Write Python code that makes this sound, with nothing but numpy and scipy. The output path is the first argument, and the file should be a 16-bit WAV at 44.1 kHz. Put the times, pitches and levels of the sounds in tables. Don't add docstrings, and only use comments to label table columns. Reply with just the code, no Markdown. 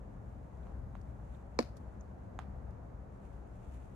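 import sys
import numpy as np
from scipy import signal
from scipy.fft import rfft, irfft, next_fast_len
from scipy.io import wavfile
from scipy.ndimage import map_coordinates

SR = 44100
rng = np.random.default_rng(int(sys.argv[2]) if len(sys.argv) > 2 else 0)


def to_wav(sig):
    pcm = np.clip(np.atleast_2d(sig), -1, 1) * 32767
    pcm = np.round(pcm).astype(np.int16)
    wavfile.write(sys.argv[1], SR, pcm.T)


N = 174195

# frequency_hz, gain_db
RUMBLE_SPECTRUM = [(20, -38.5), (32, -21), (42, -2), (52, -4), (64, 3.5), (80, -8), (100, -9), (118, -6),
                   (150, -14), (195, -16), (300, -26), (600, -69.5)]
AIR_SPECTRUM = [(120, -28), (200, 1.5), (215, -10.5), (240, -6.5), (390, -10), (624, -9), (833, -13),
                (1660, -25), (3170, -45), (5550, -49.5), (6530, -45), (7420, -51), (11200, -63),
                (15000, -66)]
# frequency_hz, correlation
AIR_CORRELATION = [(200, 0.65), (500, 0.067), (1000, 0.023), (3000, 0.045), (10000, 0.4)]
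# time_s, level_db
RUMBLE_ENVELOPE = [(0, -48), (1.25, -45), (1.43, -50.5), (1.7, -46), (2.8, -47), (3.2, -48.5), (3.95, -48)]
AIR_ENVELOPE = [(0, -56.5), (1.0, -55.5), (1.5, -56), (2.1, -55), (3.0, -56), (3.95, -56.5)]
BRUSH_ENVELOPE = [(0, -84.5), (.4, -83.5), (.62, -80.5), (.85, -87), (1.35, -81), (1.9, -84), (2.9, -93.5),
                  (3.25, -79), (3.5, -81.5), (3.68, -73.5), (3.85, -76.5), (3.95, -79.5)]
# frequency_hz, gain_db
BRUSH_SPECTRUM = [(800, 0.5), (2500, 7.5), (5000, -8), (6800, 1.5), (10000, -4.5), (13000, -10.5),
                  (15000, -16)]
# start_s, level_db, pitch_hz, half_width_octaves, t60_s
CLUMP_CRACKLES = [(.6314, -74, 3600, .12, 0.033), (1.0142, -66.5, 5500, 0.46, .02),
                  (1.3474, -67, 3630, 0.084, .025), (1.7683, -61, 5170, 0.77, 0.051),
                  (2.0103, -58.5, 6400, 0.11, 0.012), (2.708, -72.5, 6000, .8, .025)]
# frequency_hz, t60_s
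ECHO_DECAY = [(200, 0.13), (1000, 0.087), (4500, 0.22), (12000, 0.098)]
# frequency_hz, gain_db
ECHO_SPECTRUM = [(200, -6.5), (800, 1.5), (1800, -6), (4000, -10), (6600, -17), (12000, -6.5)]
# start_s, level_db, pan_db, cutoff_hz
PALM_PATS = [(0.6693, -44, 4, 800), (.9530, -38.5, -6, 1100), (2.3904, -27, -5, 12000)]
# frequency_hz, gain_db
PALM_SPECTRUM = [(150, -1), (480, -11), (750, 6.5), (1200, 2.5), (1900, -7.5), (3000, -15), (3800, -14.5),
                 (4600, -36), (5600, -43), (6600, -13.5), (8500, -39), (11000, -31), (15000, -61)]
SCUFF_SPECTRUM = [(500, -8), (1200, 9), (3000, -7), (4700, -12.5), (6000, -20), (12000, -28)]
# start_s, level_db
FIRM_KNOCKS = [(1.5888, -20.5)]
# pitch_hz, gain_db, rise_s, t60_s, pan_db
BODY_MODES = [(235, -8.3, .0069, .1, 5), (301, -11.4, .0205, .009, 4), (470, 1.6, .0039, .019, -7),
              (629, -7.7, .0075, .014, -10), (718, -22, .0165, .09, -3), (890, -9.5, .0017, .035, -7),
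              (1011, -2.5, .0018, .015, -6), (1175, -10.8, .0009, .023, -2), (1736, -13.4, .0011, .022, 13),
              (2270, -8.2, .0009, .014, 12), (4284, -9.6, .0014, .012, 10), (5040, -10.3, .0022, .008, 6),
              (6185, -19, .0013, .009, 5)]
# frequency_hz, gain_db
CRUST_SPECTRUM = [(300, -1), (1000, -6), (3000, -9), (4200, 1.5), (7000, -3), (10000, -16.5), (14000, -29)]
CRUMB_SPECTRUM = [(400, 6.5), (1000, 5), (1700, 0.5), (2500, 0), (3300, -7.5), (4500, 2.5), (5600, -5),
                  (7000, -10), (9000, -16), (12000, -18), (14000, -29)]
# start_s, level_db
CRUST_BREAKS = [(1.6047, -45), (1.6263, -48), (1.659, -63)]

GRAINS_PER_S, GRAIN_SPREAD_DB = 5000, 2.5
SQUEEZE_DB, SQUEEZE_T60_S = -15.5, 0.064
SCUFF_DB, SCUFF_T60_S = -27, 0.19
SPREAD_HZ_PER_RAD, MAX_SPREAD_RAD = 450, 1.5
CRUSH_DB, CRUSH_RISE_S = -36, 0.0013


def amp(db):
    return 10 ** (np.asarray(db) / 20)


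def unit(x):
    return x / np.sqrt(np.mean(x ** 2) + 1e-20)


def along(points, hz):
    f, v = np.transpose(points)
    return np.interp(np.log(hz + 1), np.log(f + 1), v)


def level(points):
    return amp(np.interp(np.arange(N) / SR, *np.transpose(points)))


def since(start_s):
    return np.maximum(np.arange(N) / SR - start_s, 0)


def fade(t, t60_s):
    return (t > 0) * np.exp(-np.log(1000) * t / t60_s)


def pan(db):
    gains = amp(np.array([[db], [-db]]) / 2)
    return gains / np.sqrt(np.mean(gains ** 2))


def sway(depth_db, knots_per_s):
    curve = map_coordinates(rng.standard_normal(256), [np.arange(N) * knots_per_s / SR], mode="mirror")
    return amp(depth_db * curve)


def filtered(x, response):
    size = next_fast_len(N + SR // 2)
    return irfft(rfft(x, size) * response(np.fft.rfftfreq(size, 1 / SR)), size)[..., :N]


def noise(spectrum, correlation):
    def response(hz):
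        likeness = along(correlation, hz) if np.ndim(correlation) else np.full_like(hz, correlation)
        angle = np.arccos(np.clip(likeness, -1, 1)) / 2
        return amp(along(spectrum, hz)) * np.array([np.cos(angle), np.sin(angle)])
    mid, side = filtered(rng.standard_normal((2, N)), response)
    return unit(np.array([mid + side, mid - side]))


def grit(spectrum):
    onsets = rng.random(N) < GRAINS_PER_S / SR
    sizes = amp(GRAIN_SPREAD_DB * np.clip(rng.standard_normal(N), -2, 2))
    snaps = onsets * sizes * rng.standard_normal((2, N))
    return unit(filtered(snaps, lambda hz: amp(along(spectrum, hz))))


def impulse(spectrum, size=2048):
    cepstrum = irfft(np.log(amp(along(spectrum, np.fft.rfftfreq(size, 1 / SR)))))
    cepstrum[1:size // 2] *= 2
    cepstrum[size // 2 + 1:] = 0
    pulse = irfft(np.exp(rfft(cepstrum)))
    return pulse / abs(pulse).max()


def wind():
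    rumble = level(RUMBLE_ENVELOPE) * sway(1, 7.3) * pan(4) * noise(RUMBLE_SPECTRUM, correlation=0.95)
    rush = level(AIR_ENVELOPE) * sway(0.5, 5.78) * noise(AIR_SPECTRUM, AIR_CORRELATION)
    return rumble + rush


def brushing():
    return level(BRUSH_ENVELOPE) * sway(depth_db=1.9, knots_per_s=20) * grit(BRUSH_SPECTRUM)


def crackles():
    out = np.zeros((2, N))
    for start_s, level_db, pitch_hz, half_width_octaves, t60_s in CLUMP_CRACKLES:
        band = lambda hz: 1 / (1 + (np.log2((hz + 1) / pitch_hz) / half_width_octaves) ** 2)
        squeeze = amp(SQUEEZE_DB) * fade(start_s - np.arange(N) / SR, SQUEEZE_T60_S)
        release = fade(since(start_s), t60_s)
        out += amp(level_db) * (squeeze + release) * unit(filtered(rng.standard_normal((2, N)), band))
    return out


def yard_echo(direct):
    hz, t, bands = signal.stft(rng.standard_normal((2, SR // 2)), SR, nperseg=256)
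    decay = fade(t[None], along(ECHO_DECAY, hz)[:, None])
    tail = signal.istft(bands * decay, SR, nperseg=256)[1]
    tail *= amp(-11.5) / np.linalg.norm(tail[0])
    echo = signal.fftconvolve(direct, tail, axes=1)[:, :N]
    return filtered(echo, lambda hz: amp(along(ECHO_SPECTRUM, hz)))


def pats():
    out, scuff = np.zeros((2, N)), grit(SCUFF_SPECTRUM)
    for start_s, level_db, pan_db, cutoff_hz in PALM_PATS:
        push = impulse([(hz, db - 10 * np.log10(1 + (hz / cutoff_hz) ** 2)) for hz, db in PALM_SPECTRUM])
        first = round(start_s * SR)
        out[:, first:first + len(push)] += amp(level_db) * pan(pan_db) * push
        out += amp(level_db + SCUFF_DB) * pan(pan_db) * fade(since(start_s), SCUFF_T60_S) * scuff
    return out


def knock():
    out = np.zeros((2, N))
    for start_s, level_db in FIRM_KNOCKS:
        t = since(start_s)
        first = int(start_s * SR)
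        span = slice(first, first + SR // 4)
        ring_s = t[span]
        for pitch_hz, gain_db, rise_s, t60_s, pan_db in BODY_MODES:
            attack = np.sin(np.pi / 2 * np.minimum(ring_s / rise_s, 1)) ** 2
            decay = np.exp(-np.log(1000) * np.maximum(ring_s - rise_s, 0) / t60_s)
            stereo_phase = np.array([[-0.5], [0.5]]) * min(pitch_hz / SPREAD_HZ_PER_RAD, MAX_SPREAD_RAD)
            mode = np.sin(2 * np.pi * pitch_hz * ring_s + stereo_phase)
            out[:, span] += amp(level_db + gain_db) * pan(pan_db) * attack * decay * mode
        crush = t / CRUSH_RISE_S * np.exp(1 - t / CRUSH_RISE_S)
        out += amp(CRUSH_DB) * pan(3) * crush * noise(CRUST_SPECTRUM, correlation=0.49)
    return out


def crumbling():
    spray = sum(amp(-47.5) * fade(since(start_s), t60_s=0.27) for start_s, _ in FIRM_KNOCKS)
    pieces = sum(amp(db) * fade(since(start_s), t60_s=0.013) for start_s, db in CRUST_BREAKS)
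    return pan(6.5) * (spray + pieces) * grit(CRUMB_SPECTRUM)


def scene():
    background = wind() + brushing()
    hands = crackles() + pats() + knock() + crumbling()
    return background + hands + yard_echo(hands)


def record(dry, cutoff_hz=13700):
    return filtered(dry, lambda hz: 1 / np.sqrt(1 + (hz / cutoff_hz) ** 60))


dry = scene()
out = record(dry)
to_wav(out)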